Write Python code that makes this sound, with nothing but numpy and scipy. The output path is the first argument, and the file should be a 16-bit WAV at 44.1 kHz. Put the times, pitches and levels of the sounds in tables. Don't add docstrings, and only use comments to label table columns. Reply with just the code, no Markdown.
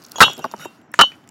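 import sys
import numpy as np
from scipy import signal
from scipy.fft import rfft, irfft
from scipy.io import wavfile

SR = 44100
rng = np.random.default_rng(int(sys.argv[2]) if len(sys.argv) > 2 else 0)


def boost_factor(decibels):
    exponent = np.asarray(decibels, float) / 20
    return 10 ** exponent


def materialize(psi):
    bounded = np.clip(np.atleast_2d(psi).T, -1, 1)
    quanta = np.round(bounded * 32767).astype(np.int16)
    wavfile.write(sys.argv[1], SR, quanta)


N = 57330


def rms_one(x):
    return x / np.sqrt(np.mean(x ** 2) + 1e-20)


def coloured(x, points):
    hz, db = np.transpose(points)
    f = np.arange(N // 2 + 1) * SR / N + 1
    curve_db = np.interp(np.log(f), np.log(hz), db, left=-80, right=-80)
    return rms_one(irfft(rfft(x) * boost_factor(curve_db), N))


def filtered(x, order, hz, kind):
    return signal.sosfilt(signal.butter(order, hz, kind, fs=SR, output="sos"), x)


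def ring(clicks, hz, t60):
    r = boost_factor(-60 / (max(t60, 1e-3) * SR))
    w = 2 * np.pi * hz / SR
    return signal.lfilter([0, np.sin(w)], [1, -2 * r * np.cos(w), r * r], clicks + 1e-18)


def add(out, s, sound):
    i = int(s * SR)
    out[i:i + len(sound)] += sound[:N - i]


def burst(noise, t60):
    return noise * boost_factor(-60 * np.arange(len(noise)) / SR / t60)


def clacks():
    # (start_s, peak_db, pitch_hz, t60_s)
    contacts = [(0.1576, -19.5, 990, 0.012), (.184, -17, 890, 0.022), (.194, -19, 920, 0.012),
                (0.2045, 13, 1301, 0.018), (0.2105, 12.5, 1431, 0.025), (0.2143, 17.5, 1392, 0.03),
                (0.2213, 14, 1460, 0.026), (.2275, 2.5, 1060, 0.011), (0.2359, 4, 1160, 0.011),
                (0.2383, 6, 1200, 0.0091), (.243, -10.5, 1100, 0.014), (0.262, -22, 1000, 0.039),
                (0.281, -10.5, 1050, 0.015), (0.298, -20.5, 767, 0.02), (.382, -34, 667, 0.038),
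                (.393, -25.5, 756, 0.032), (0.4429, -12.5, 1158, 0.034), (0.4508, -16, 810, 0.025),
                (0.461, -16, 700, 0.0061), (0.5384, -15, 952, 0.022), (0.5429, -13.5, 675, 0.0063),
                (0.6558, -20.5, 722, 0.022), (0.6578, -21.5, 895, 0.018), (0.9408, -7, 1790, 0.0064),
                (0.9426, -17.5, 1700, 0.013), (0.9904, 9.5, 1301, 0.013), (0.9938, 3.5, 1245, 0.022),
                (1.001, 4, 1284, 0.02), (1.0109, 15.5, 1404, 0.023), (1.035, -8.5, 1003, 0.021),
                (1.117, -35.5, 2323, 0.026), (.274, -30, 990, 0.01), (.428, -36, 710, 0.025),
                (.514, -31, 1000, 0.013), (0.566, -37, 1197, .012), (.597, -25.5, 1318, 0.0095),
                (0.611, -34.5, 1402, 0.01), (.647, -29, 1730, .015), (0.16, -34.5, 426, 0.043)]
    # (ratio to its pitch, level_db, share of its t60)
    partials = [(1.0, 2.5, 0.73), (.8, -4, 0.95), (.6, -9, 1.02), (1.25, -5, 0.64), (1.55, -16, 0.44),
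                (0.3537, -14, 1), (.17, -19, 1.1)]
    swell_s, soft_swell = 0.00041, 0.2
    choke = 1.45
    crack_db, crack_t60_s, crack_low_hz = -30.5, 0.0021, 2500
    out = np.zeros(N)
    t = np.arange(4000) / SR
    chance = rng.standard_normal((len(contacts), 8))
    cracks = filtered(rng.standard_normal((len(contacts), 2000)), 2, crack_low_hz, "high")
    for (s, db, hz, t60), detunes, crack in zip(contacts, chance, cracks):
        swell = 1 - np.exp(-t / (swell_s * boost_factor(-soft_swell * db)))
        body = 0
        for (ratio, part_db, share), detune in zip(partials, detunes):
            decay = boost_factor(part_db - 60 * (t / (t60 * share)) ** choke)
            part_hz = hz * ratio * (1 + 0.031 * detune)
            body = body + decay * np.sin(2 * np.pi * part_hz * t)
        add(out, s, -boost_factor(db - 2) * swell * body)
        add(out, s, boost_factor(db + crack_db) * burst(crack, crack_t60_s))
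    return out


def clay(pitches, modes, hits):
    clicks = np.zeros(N)
    for s, db in hits:
        clicks[int(s * SR)] = boost_factor(db)
    out = np.zeros(N)
    for k, (hz, (db, t60)) in enumerate(zip(pitches, modes)):
        out += (-1) ** k * boost_factor(db) * ring(clicks, hz, t60)
    return out


def struck_bricks():
    laid_hz = [2762, 2988, 3125, 3335, 3750, 4167, 5817, 5943, 6551, 6670, 7475, 11200]
    free_hz = [2783, 2990, 3132, 3335, 3765, 3984, 4280, 5722, 5819, 6121, 6686]
    grazed_hz = [3122, 3328, 5749, 6681, 7483, 11630]
    # (level_db, t60_s)
    laid_modes = [(-9, 0.15), (-8, 0.04), (-13, 0.058), (-9, 0.24), (-3.5, 0.087), (-22, .2), (-26, 0.1),
                  (-23.5, 0.055), (-32, .16), (-25.5, .13), (-37, 0.17), (-58, .1)]
    free_modes = [(-6, 0.096), (1.5, 0.14), (-9, 0.14), (-36.5, 0.25), (-20.5, 0.13), (-29, 0.1),
                  (-25, .14), (-39, 0.23), (-39.5, .15), (-32, 0.092), (-35.5, 0.15)]
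    grazed_modes = [(-16, 0.052), (-3, 0.096), (-14, 0.05), (-3, 0.21), (-21, 0.06), (-31.5, .03)]
    # (start_s, level_db)
    laid_hits = [
        (.221, -4),
        (.229, -2.5),
        (0.25, -17),
        (0.452, -44.5),
    ]
    free_hits = [
        (0.991, -6.5),
        (1.0106, 1.5),
    ]
    grazed_hits = [
        (0.159, -26),
        (0.186, -27.5),
    ]
    laid = clay(laid_hz, laid_modes, laid_hits)
    free = clay(free_hz, free_modes, free_hits)
    grazed = clay(grazed_hz, grazed_modes, grazed_hits)
    return laid + free + grazed


def catches():
    # (start_s, length_s, peak_db, pitch_hz, t60_s)
    tone_bursts = [(.158,.04,-40,2750,0.055),(.158,0.059,-37,2920,0.057),(.16,.04,-45,3130,.05),(.16,.02,-40,6000,.04),
                   (.2415,.003,-6.5,3010,.03),(.2495,.002,-8,2988,0.16),(.2495,.002,-29,3150,.13),(.243,.012,-33,5817,0.045),
                   (.288,0.011,-31,5800,.04),(.308,.012,-42,5800,.03),(.375,0.023,-41.5,3120,0.1),(.38,0.021,-45,3800,0.054),
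                   (.42,.05,-41,2803,0.039),(.42,0.027,-39.5,5840,0.034),(.595,0.035,-41,5740,.04),(.59,0.065,-39,3755,.12),
                   (.6,.04,-40,2960,.08),(.605,0.031,-33,1460,.04),(.6,0.052,-51,2760,.1),(.65,.003,-35.5,2744,.22),(1.08,0.033,-54,3006,0.47),(1.118,0.029,-43,2450,.008),
                   (.89,0.044,-64,5460,.1),(.922,0.011,-51,1900,0.025),
                   (0.2049,0.0012,7,2040,0.019),(0.207,0.025,-0.5,2746,0.028),(0.376,0.036,-29,350,0.02),(0.597,.065,-40,11400,0.0019)]
    out = np.zeros(N)
    t = np.arange(9000) / SR
    noise = rng.standard_normal((len(tone_bursts), len(t)))
    for (s, length, db, hz, t60), n in zip(tone_bursts, noise):
        tone = ring(n * (t < length), hz, t60)
        add(out, s, boost_factor(db) * tone / np.abs(tone).max())
    return out


def thuds():
    # (start_s, peak_db, pitch_hz)
    pushes = [
        (0.211, -19, 168),
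        (.262, -23.5, 128.5),
        (0.282, -29.5, 159),
        (0.388, -29.5, 159),
        (0.446, -24.5, 248),
        (0.537, -25.5, 207),
        (0.598, -31, 153),
        (.656, -25.5, 356),
    ]
    cycles = 17
    out = np.zeros(N)
    t = np.arange(6000) / SR
    for s, db, hz in pushes:
        decay = boost_factor(db - 60 * t * hz / cycles)
        swell = 1 - np.exp(-3 * t * hz)
        add(out, s, decay * swell * np.sin(2 * np.pi * hz * t))
    return out


def grit():
    # (start_s, peak_db, pitch_hz, air_db)
    ticks = [(.019,-39.5,5600,-22),(0.0256,-40,5600,-21),(.038,-42,5470,-1),(.046,-38,5140,-15),(0.0495,-31.5,5400,-22),
             (0.0635,-38,5830,-8),(0.07,-47,5800,-12),(.085,-45,5100,-5),(0.096,-46,5630,-4),(0.1132,-39,5130,-10),
             (.118,-26.5,5060,-5),(.183,-24,4400,-13),(.197,-28,4700,-6),(0.313,-32,4840,-19),(.333,-34.5,7000,-5),(0.368,-35,5560,-20),
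             (.379,-36,5000,-2.5),(0.392,-37.5,7500,-1.5),(0.4419,-25,4430,-15.5),(.452,-33.5,5100,-13),(.514,-34,5900,-16),(0.52,-35.5,4500,-9),
             (.564,-40,5860,-26),(.579,-43,5500,-20),(.589,-40.5,5640,-14),(.615,-34,2300,-12),(0.648,-44.5,6050,-6),(0.815,-46.5,3280,-17),
             (.917,-46.5,9400,-1),(0.9377,-42,8000,-15),(0.94,-31.5,7840,-14),(0.944,-36,7600,-23),(.958,-44,2300,-19),(1.155,-53.5,6830,-18),
             (1.119,-40,4940,-25),(1.136,-41,2460,-29),(1.24,-41.5,2900,-28),(1.2755,-37.5,2500,-21.5),(1.2757,-47.5,6460,-17),
             (1.29,-38.5,7400,-14.5),(1.29,-42.5,2710,-17.5)]
    t60_s, air_low_hz = 0.011, 9800
    out = np.zeros(N)
    noise = rng.standard_normal((len(ticks), 800))
    for (s, db, hz, air_db), n in zip(ticks, noise):
        snap = burst(n, t60_s)
        pitched = filtered(snap, 2, [hz * 0.77, hz * 1.14], "band")
        air = filtered(snap, 4, air_low_hz, "high")
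        add(out, s, boost_factor(db + 8.5) * (pitched + boost_factor(air_db) * air))
    return out


def rubbed_clay(grains, strength):
    # (pitch_hz, level_db, t60_s)
    modes = [(1620, -12, 0.026), (2760, -12, 0.08), (2960, -11, 0.079), (3687, -16.5, 0.1),
             (5730, -10, 0.04), (6800, -9.5, 0.022), (7590, -12, 0.047), (11450, -6.5, 0.0032),
             (13500, -8, 0.005), (3130, -14.5, 0.067)]
    patchy_db, patch_s = 5, 0.022
    patch = np.arange(N) / SR / patch_s
    catch = boost_factor(patchy_db * rng.standard_normal((len(modes), 200)))
    steady, shaped = np.zeros(N), np.zeros(N)
    for (hz, db, t60), heights in zip(modes, catch):
        grip = np.interp(patch, np.arange(200), heights)
        steady += boost_factor(db) * ring(grains * grip, hz, t60)
        shaped += boost_factor(db) * ring(strength * grains * grip, hz, t60)
    return shaped / np.sqrt(np.mean(steady ** 2))


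def rubbing():
    # (time_s, grit_db, clay_db)
    stroke = [(0, -53, -68), (.1, -57.5, -63), (0.151, -48, -62), (.24, -38.5, -30.5), (.33, -46.5, -45),
              (.36, -58, -49.5), (.40, -47, -48.5), (.44, -59, -50), (.49, -56, -51), (0.579, -56, -59),
              (0.599, -45.5, -47.5), (0.651, -51.5, -41.5), (0.673, -55.5, -55.5), (0.759, -57.5, -70),
              (.93, -96, -80.5), (1.002, -42.5, -67), (1.129, -56.5, -67), (1.3, -71.5, -74)]
    # (pitch_hz, level_db per Hz)
    grit_colour = [(180, -57), (300, -14), (994, -9.5), (1460, -4), (1750, -15), (3030, -18.5), (4750, -15),
                   (5700, -21), (16000, -26.5)]
    grains_per_s, grain_spread_db = 2000, 5
    rumble_db, rumble_band_hz = -3, [110.8, 450]
    s, grit_db, clay_db = np.transpose(stroke)
    t = np.arange(N) / SR
    grit_level = boost_factor(np.interp(t, s, grit_db))
    clay_level = boost_factor(np.interp(t, s, clay_db))
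    sizes = boost_factor(grain_spread_db * np.minimum(rng.exponential(1, N), 4)) * rng.choice([-1, 1], N)
    grains = sizes * (rng.random(N) < grains_per_s / SR)
    grains = grains + 1.3 * rng.standard_normal(N)
    rumble = rms_one(filtered(rng.standard_normal(N), 2, rumble_band_hz, "band"))
    direct = grit_level * coloured(grains, grit_colour)
    return direct + rubbed_clay(grains, clay_level) + boost_factor(rumble_db) * clay_level * rumble


def sliding_grit():
    # (pitch_hz, level_db per Hz)
    slide_colour = [(880, -33), (1500, -3.5), (2490, -2), (5220, -11.5), (6960, -1.5), (9190, -16.5),
                    (13800, -26), (16000, -37.5)]
    start_s, end_s, level_db, fall_db_per_s = 0.9375, 1, -44, 151
    t = np.arange(N) / SR
    fade = boost_factor(level_db - fall_db_per_s * np.maximum(t - start_s, 0))
    return (t > start_s) * (t < end_s) * fade * coloured(rng.standard_normal(N), slide_colour)


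def with_echoes(near):
    # (delay_s, level_db)
    echoes = [(.0031, -20.5), (.0074, -26), (0.018, -32.5), (0.039, -51.5)]
    out = near.copy()
    dull = signal.lfilter([0.4], [1, -0.6], near)
    for s, db in echoes:
        add(out, s, boost_factor(db) * dull)
    return out


def outdoor_hum():
    # (pitch_hz, level_db per Hz)
    hum_colour = [(24, -31), (45, -16), (96, -3), (293, -6), (475, -19.5), (737, -15), (1890, -24),
                  (4760, -46.5), (6000, -39.5), (7800, -70), (13200, -120)]
    return boost_factor(-49) * coloured(rng.standard_normal(N), hum_colour)


def scene():
    near = clacks() + struck_bricks() + catches() + thuds() + grit()
    return (with_echoes(near) + rubbing() + sliding_grit() + outdoor_hum())[None]


def band_limit(x):
    return signal.sosfilt(signal.butter(12, 16460, fs=SR, output="sos"), x)


def record(dry):
    low_cut_hz, output_low_cut_hz, top_cut_hz = 150, 97, 16500
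    ceiling, hardness = 0.8, 12
    x = filtered(dry, 2, low_cut_hz, "high")
    x = x / (1 + np.abs(x / ceiling) ** hardness) ** (1 / hardness)
    x = filtered(x, 1, output_low_cut_hz, "high")
    mix = signal.sosfiltfilt(signal.cheby2(12, 40, top_cut_hz, fs=SR, output="sos"), x)
    return band_limit(mix)


dry = scene()
out = record(dry)
materialize(out)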